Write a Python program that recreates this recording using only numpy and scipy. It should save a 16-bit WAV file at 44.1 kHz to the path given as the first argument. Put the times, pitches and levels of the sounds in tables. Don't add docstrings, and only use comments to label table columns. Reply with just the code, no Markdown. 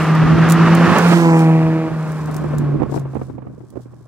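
import sys
import numpy as np
from scipy import signal
from scipy.fft import rfft, irfft
from scipy.io import wavfile
from scipy.ndimage import uniform_filter1d, map_coordinates

SR = 44100
rng = np.random.default_rng(int(sys.argv[2]) if len(sys.argv) > 2 else 0)


def persist_wave(psi):
    counts = np.round(np.clip(psi, -1, 1) * 32767).astype(np.int16)
    wavfile.write(sys.argv[1], SR, np.atleast_2d(counts).T)


N = 179575
TIME = np.arange(N) / SR

SOUND_M_S = 343
SPEED_M_S, KERB_M = 15, 2.2
NOSE_S, MIDDLE_S, TAIL_S = 1.02, 1.19, 1.25
BEND_S, BEND_DB_PER_S, BEND_LOSS_DB = 2.62, 22, 21

# time_s, firing_hz (at the car)
FIRING_RATE = [(0, 151.8), (.22, 151.7), (1.08, 166.8), (1.88, 167.2), (2.45, 157.3), (3.2, 136.6),
               (4.07, 124.4)]
# order (multiple of the firing rate), level_db (relative)
RASP_ORDERS = [(1.5, 1), (2.5, -6.5), (3, 5.5), (3.5, -10.5), (4, -2), (4.5, -9), (5, -2), (5.5, -12),
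               (6, -2.5), (6.5, -32), (7, -8), (7.5, -31), (8, -9), (9, -32.5), (10, -33), (11.5, -29),
               (12, -13.5)]
# time_s, peak_hz
BOUNCE_PEAK = [(1.25, 940), (1.5, 752), (1.75, 623)]
WANDER, WANDER_PER_S = .003, 14


def exhaust():
    receding_m_s = SPEED_M_S * (2 * behind(TAIL_S) - 1)
    doppler = 1 + receding_m_s / SOUND_M_S
    firing_hz = curves(FIRING_RATE)[0] * (1 + WANDER * walk(WANDER_PER_S)) / doppler
    drone_db, octave_db, rasp_db = exhaust_levels()
    peak_hz, = curves(BOUNCE_PEAK)
    cycle = np.cumsum(firing_hz) / SR + 0.002 * walk(140)
    angle = 2 * np.pi * cycle

    drone = np.sqrt(2) * np.sin(angle) * undb(drone_db + 0.46 * walk(60))
    octave = np.sqrt(2) * np.sin(2 * angle) * undb(octave_db + 1.2 * walk(60))
    rasp = 0
    for order, db in RASP_ORDERS:
        lift_db = 7.6 * np.exp(-((order * firing_hz - peak_hz) / 130) ** 2)
        rasp = rasp - undb(db + lift_db) * np.cos(order * angle)
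    rasp = unit(rasp) * undb(1.4 * walk(150))

    puffs = unit(np.exp(-(cycle % 1) / 0.42) * rng.standard_normal(N))
    gas = colour(puffs, [(500, -15.5), (1000, -2.5), (1400, -5.0), (2400, 0.0), (3300, -16), (6000, -26.5)])[0]
    overtones = octave + (rasp + undb(-13.5) * gas) * undb(rasp_db)

    echo_db = np.interp(TIME, [1.0, 1.25], [-4, -22])
    near_echo = trees(overtones * undb(echo_db), t60=0.63)
    avenue_echo = undb(-15.5) * trees(drone, t60=0.69)
    return drone + overtones * panned(-2.5 / distance(TAIL_S)) + near_echo + avenue_echo


# time_s, level_db
BOOM = [(1.06, -8), (1.2, -12.5), (1.52, -9), (1.79, -18), (1.88, -24.5), (1.99, -19), (2.07, -23),
        (2.38, -23.5), (2.73, -16), (2.86, -28), (2.98, -24), (3.73, -49.5), (3.77, -40), (4.07, -42)]
APPROACH_DB, SWELL_S, SWELL_DB = -3, 0.16, 9
BEAT_HZ, BEAT_CREST_S, BEAT_DB = 9.71, 0.4184, -9.5
LIFT_S, LIFT_LENGTH_S = 1.895, 0.0097


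def exhaust_levels():
    closed = .5 + .5 * np.tanh((TIME - LIFT_S) / LIFT_LENGTH_S)
    ahead = 1 - behind(NOSE_S)
    beat = np.abs(1 + ahead * undb(BEAT_DB) * np.exp(2j * np.pi * BEAT_HZ * (TIME - BEAT_CREST_S)))

    drone_db = curves(BOOM)[0] + APPROACH_DB * ahead + 20 * np.log10(beat)
    drone_db = drone_db - SWELL_DB * np.maximum(1 - TIME / SWELL_S, 0)
    drone_db = drone_db - 12 * around(.96, width_s=0.069) - 13 * around(LIFT_S, width_s=0.013)

    octave_db = -14.0 + passing_db(TAIL_S, falloff=0.55, rear_db=-1.4) - 18 * closed
    octave_db = octave_db - 22 * around(1.045, width_s=0.071)
    octave_db = octave_db - 8 * np.maximum(1 - TIME / 1.07, 0)

    rasp_db = -20.5 + passing_db(TAIL_S, falloff=0.94, rear_db=4.0) - 8.7 * closed
    rasp_db = rasp_db - 10 * around(1.143, width_s=.06)
    return drone_db, octave_db, rasp_db


# pitch_hz, level_db (relative)
ROAR_COLOUR = [(200, 3), (280, -3.5), (420, -3), (580, -7), (740, -6), (950, -6), (1200, -5), (1500, -7.5),
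               (1900, -10), (2200, -15.5), (2750, -17.5), (3400, -25.5), (6000, -35.5), (15000, -68.5)]
# pitch_hz, level_db (relative)
TYRE_HISS_COLOUR = [(1500, 14), (3000, 12), (4500, 8), (6500, 4), (9000, 1), (12000, -5), (15500, -10.5)]
# time_s, level_db (beside the roar)
GROOVE_RING = [(0, -6.5), (.7, -11), (.92, -8), (1.15, -31), (2.1, -9)]
# crest_s, boost_db
TYRE_HORNS = [(.96, 3), (1.121, 6)]
AIR_LOSS_DB_PER_M = 0.24


def tyres():
    horn_db = sum(db * around(s, width_s=0.075) for s, db in TYRE_HORNS)
    roar_db = -12.5 + passing_db(NOSE_S, falloff=0.54, rear_db=-10.0) + horn_db
    hiss_db = -29.5 + passing_db(MIDDLE_S, falloff=0.98, rear_db=-8) + 0.47 * horn_db
    nearness = 1 / distance(MIDDLE_S)

    ring_db, = curves(GROOVE_RING)
    ring = resonance(rng.standard_normal(N), hz=1207.0, width_hz=210) * undb(ring_db)
    tread = colour(stereo_noise(apart_hz=4900, side_db=-30), ROAR_COLOUR) + ring
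    pitch_drop = .11 * behind(NOSE_S)
    roar = delayed(tread, np.cumsum(pitch_drop))

    dull = signal.sosfiltfilt(signal.butter(2, 1700, fs=SR, output="sos"), roar)
    air_loss_db = AIR_LOSS_DB_PER_M * KERB_M * distance(NOSE_S) * behind(NOSE_S)
    roar = dull + (roar - dull) * undb(-air_loss_db)
    roar = roar * undb(roar_db + 1.17 * walk(70)) * panned(-5.5 * nearness)
    hiss = colour(stereo_noise(apart_hz=9000, side_db=-9.0), TYRE_HISS_COLOUR)
    hiss = hiss * undb(hiss_db) * panned(-8 * nearness)

    bounce = undb(-2.5) * swell(1.34, rise_s=.09, fall_s=0.094)
    notch_hz = 3300 * distance(TAIL_S) ** .55
    direct = roar + hiss
    return (direct + bounce * delayed(direct, SR / (2 * notch_hz))) / np.hypot(1, bounce)


# pitch_hz, level_db (relative)
LOW_RUMBLE_COLOUR = [(20, -30), (40, -13.5), (60, -7.5), (110, -2), (200, -3), (300, -2), (600, -35.5)]
WAKE_S, WAKE_RISE_S, WAKE_FALL_S, WAKE_RUMBLE_DB = 2.75, 1.05, 0.52, -40


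def rumble():
    road_rumble = undb(-34.5) * (1 - behind(NOSE_S)) ** 2
    wake_rumble = undb(WAKE_RUMBLE_DB) * swell(WAKE_S, WAKE_RISE_S, WAKE_FALL_S)
    noise = colour(rng.standard_normal((2, N)), LOW_RUMBLE_COLOUR)
    return noise * (road_rumble + wake_rumble) * undb(11.5 + 3.8 * walk(18)) * panned(-6.5)


# crest_s, level_db (relative), left_minus_right_db, rise_s, fall_s
AIR_GUSTS = [(.95, -25.5, 0.5, 0.44, 0.097), (1.92, -27, -8, 0.037, 0.025), (2.439, -29.5, 16, 0.11, 0.053),
             (2.83, -23, -6, 0.12, 0.061), (2.98, -30.5, 8, .05, 0.071), (3.43, -34.5, 7, 0.057, 0.067),
             (3.773, -33, -27, .015, 0.016)]
# pitch_hz, level_db (relative)
SMALL_EDDY_COLOUR = [(30, -34), (80, 2.5), (200, -0.5), (380, 1.5), (600, -6.5), (950, -26), (1500, -33),
                     (2800, -61), (5000, -53), (12000, -66.5)]
BREEZE_DB = -48


def gusts():
    flow = undb(BREEZE_DB) * panned(-20)
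    for s, db, pan_db, rise_s, fall_s in AIR_GUSTS:
        flow = flow + undb(db) * panned(pan_db) * swell(s, rise_s, fall_s)
    flutter = np.array([unit(undb(13.2 * np.tanh(walk(120) - .5))) for side in range(2)])
    return colour(flutter * flow * rng.standard_normal((2, N)), SMALL_EDDY_COLOUR)


# start_s, level_db (relative), left_minus_right_db
BIG_EDDIES = [(2.289, -14.5, 19), (2.411, -25, -16), (2.441, -14, -23), (2.505, -17, 13),
              (2.533, -15.5, 26), (2.798, -10.5, -15), (2.817, -9.5, -28), (2.829, -10, -27),
              (2.892, -19, 4), (2.921, -15.5, 22), (2.94, -12.5, 25), (2.96, -15.5, 20.0),
              (2.973, -10.5, 0), (3.052, -19, -0.5), (3.132, -20.5, -6), (3.151, -14, -20),
              (3.164, -16, -32), (3.191, -23, 9), (3.213, -14, 0), (3.296, -23.5, 19), (3.38, -23, -27),
              (3.418, -25.5, -26), (3.466, -22, -8), (3.603, -30, 29), (3.754, -25, -17),
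              (3.769, -24.5, -25), (3.855, -30.5, -13), (3.931, -31, -25)]
# pitch_hz, level_db (relative)
BUFFET_COLOUR = [(40, -8), (120, 3.5), (330, 4.5), (600, -3.5), (950, -9.5), (1500, -23), (2800, -35),
                 (5000, -56.5), (12000, -63)]


def buffets():
    kick, churn = np.zeros((2, N)), np.zeros((2, N))
    for s, db, pan_db in BIG_EDDIES:
        for side, gain in enumerate(undb(db) * panned(pan_db)[:, 0]):
            crest_s = s + 0.00271 + 0.0025 * (gain < undb(db))
            kick[side, int(crest_s * SR)] -= gain
            churn[side] += gain * swell(crest_s, rise_s=0.0018, fall_s=0.0069)
    return colour(undb(8.0) * kick + undb(-4.5) * churn * rng.standard_normal((2, N)), BUFFET_COLOUR)


# crest_s, level_db (relative), half_length_s
LEAF_FLURRIES = [(0, -40, 0.11), (1.391, -39, 0.056), (2.093, -59, 0.17), (2.298, -53, 0.32),
                 (2.954, -46, 0.046), (3.205, -59, 0.12), (3.645, -67.5, 0.17), (3.824, -61, 0.021),
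                 (4.05, -67, 0.23)]
# pitch_hz, level_db (relative)
CRACKLE_COLOUR = [(1760, -46.5), (3000, -2.5), (5640, 0.5), (6130, -1), (7640, 0), (8350, -1),
                  (15500, -13.5)]


def leaves():
    stir = sum(undb(db) * around(s, half_s) for s, db, half_s in LEAF_FLURRIES)
    return colour(grains(per_second=3000, spread_db=6) * stir, CRACKLE_COLOUR)


# start_s, level_db (relative), left_minus_right_db
CHIPS = [(0.1505, -30.5, 1), (0.4876, -26.5, -15), (0.4974, -14.5, -7), (0.506, -18, 0), (0.52, -13.5, -5),
         (0.7492, -20, -6), (0.984, -18.5, -13), (2.1188, -37, -17), (2.257, -35, 7), (2.312, -36, -0.5),
         (2.3428, -31, 0), (2.3642, -26, 7), (2.582, -26.5, 0.5), (2.995, -39, 2), (3.7022, -43.5, -5)]
# pitch_hz, level_db (relative)
CHIP_COLOUR = [(1500, -49), (3500, 2.5), (5500, 3), (7000, 8.5), (10000, 3), (15000, 0)]


def grit():
    force = np.zeros((2, N))
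    for s, db, pan_db in CHIPS:
        age = np.maximum(TIME - s - .0005, 0)
        contact = age / 0.0012
        tick = contact * np.exp(1 - contact)
        skitter = undb(-11.5) * (age > 0) * np.exp(-age / 0.014)
        force += undb(db - 6.5) * panned(pan_db) * (tick + skitter)
    return colour(force * stereo_noise(apart_hz=14100, side_db=-4) / np.sqrt(2), CHIP_COLOUR)


# pitch_hz, level_db (relative)
AIR_COLOUR = [(30, 12), (150, 40), (500, -13.5), (1200, -28.5), (3000, -24.5), (8000, -55), (15000, -42.5)]


def still_air():
    return undb(-50.0) * colour(stereo_noise(apart_hz=3000, side_db=3.5), AIR_COLOUR)


def trees(x, t60):
    t = TIME[:SR]
    tail = rng.standard_normal((2, SR)) * undb(-60 * t / t60) * (1 - np.exp(-t / .02))
    return signal.fftconvolve(x[None], tail / np.linalg.norm(tail[0]), axes=1)[:, :N]


def distance(passes_s):
    return np.hypot(SPEED_M_S * (TIME - passes_s) / KERB_M, 1)


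def behind(passes_s):
    return .5 + .5 * SPEED_M_S * (TIME - passes_s) / (KERB_M * distance(passes_s))


def passing_db(passes_s, falloff, rear_db):
    bend_db = np.clip((TIME - BEND_S) * BEND_DB_PER_S, 0, BEND_LOSS_DB)
    return -20 * falloff * np.log10(distance(passes_s)) + rear_db * behind(passes_s) - bend_db


def undb(db):
    return 10 ** (np.asarray(db) / 20)


def unit(x):
    return x / np.sqrt(np.mean(x ** 2) + 1e-18)


def curves(rows):
    s, *columns = np.transpose(rows)
    return [np.interp(TIME, s, c) for c in columns]


def panned(pan_db):
    gains = undb(np.array([[.5], [-.5]]) * pan_db)
    return gains / gains.mean(axis=0)


def walk(rate):
    k = max(int(SR / rate), 1)
    steps = np.repeat(rng.standard_normal(N // k + 1), k)
    return unit(uniform_filter1d(uniform_filter1d(steps, k), k)[:N])


def swell(at_s, rise_s, fall_s):
    return np.exp(-np.maximum((at_s - TIME) / rise_s, (TIME - at_s) / fall_s))


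def around(at_s, width_s):
    return np.exp(-((TIME - at_s) / width_s) ** 2)


def colour(x, points, size=2048):
    hz, db = np.transpose(points)
    f = np.maximum(np.fft.rfftfreq(size, 1 / SR), 1)
    octaves_outside = np.maximum(np.log2(hz[0] / f), 0) + np.maximum(np.log2(f / hz[-1]), 0)
    gain = undb(np.interp(np.log(f), np.log(hz), db) - 18 * np.minimum(octaves_outside, 4))
    cepstrum = irfft(np.log(gain))
    folded = np.r_[cepstrum[0], 2 * cepstrum[1:size // 2], np.zeros(size // 2)]
    response = irfft(np.exp(rfft(folded)))
    return signal.fftconvolve(np.atleast_2d(x), response[None] / np.linalg.norm(response), axes=1)[:, :N]


def resonance(x, hz, width_hz):
    b, a = signal.iirpeak(hz, hz / width_hz, fs=SR)
    return unit(signal.lfilter(b, a, signal.lfilter(b, a, x)))


def stereo_noise(apart_hz, side_db):
    f = np.fft.rfftfreq(N, 1 / SR)
    share = np.minimum(undb(side_db) + (f / apart_hz) ** 2, 1)
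    mid, side = rng.standard_normal((2, N))
    return mid + np.array([[1], [-1]]) * irfft(rfft(side) * share, N)


def grains(per_second, spread_db):
    hit = rng.random((2, N)) < per_second / SR
    size = undb(spread_db * np.minimum(rng.exponential(size=(2, N)), 4))
    return unit(hit * size * rng.choice([-1, 1], (2, N)))


def delayed(x, lag):
    n = np.arange(N)
    return np.array([map_coordinates(side, [n - lag], order=3, mode="mirror") for side in x])


def scene():
    left, right = exhaust() + tyres()
    lag = -.7 + 6 / distance(TAIL_S) + 2.7 * behind(NOSE_S)
    car = np.vstack([delayed([left], lag), right])
    return car + rumble() + gusts() + buffets() + leaves() + grit() + still_air()


TOP_HZ = 15900


def record(dry):
    ceiling = .92
    rounded = dry / (1 + (dry / ceiling) ** 8) ** (1 / 8)
    return signal.sosfilt(signal.ellip(10, .2, 80, TOP_HZ, fs=SR, output="sos"), rounded)


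dry = scene()
out = record(dry)
persist_wave(out)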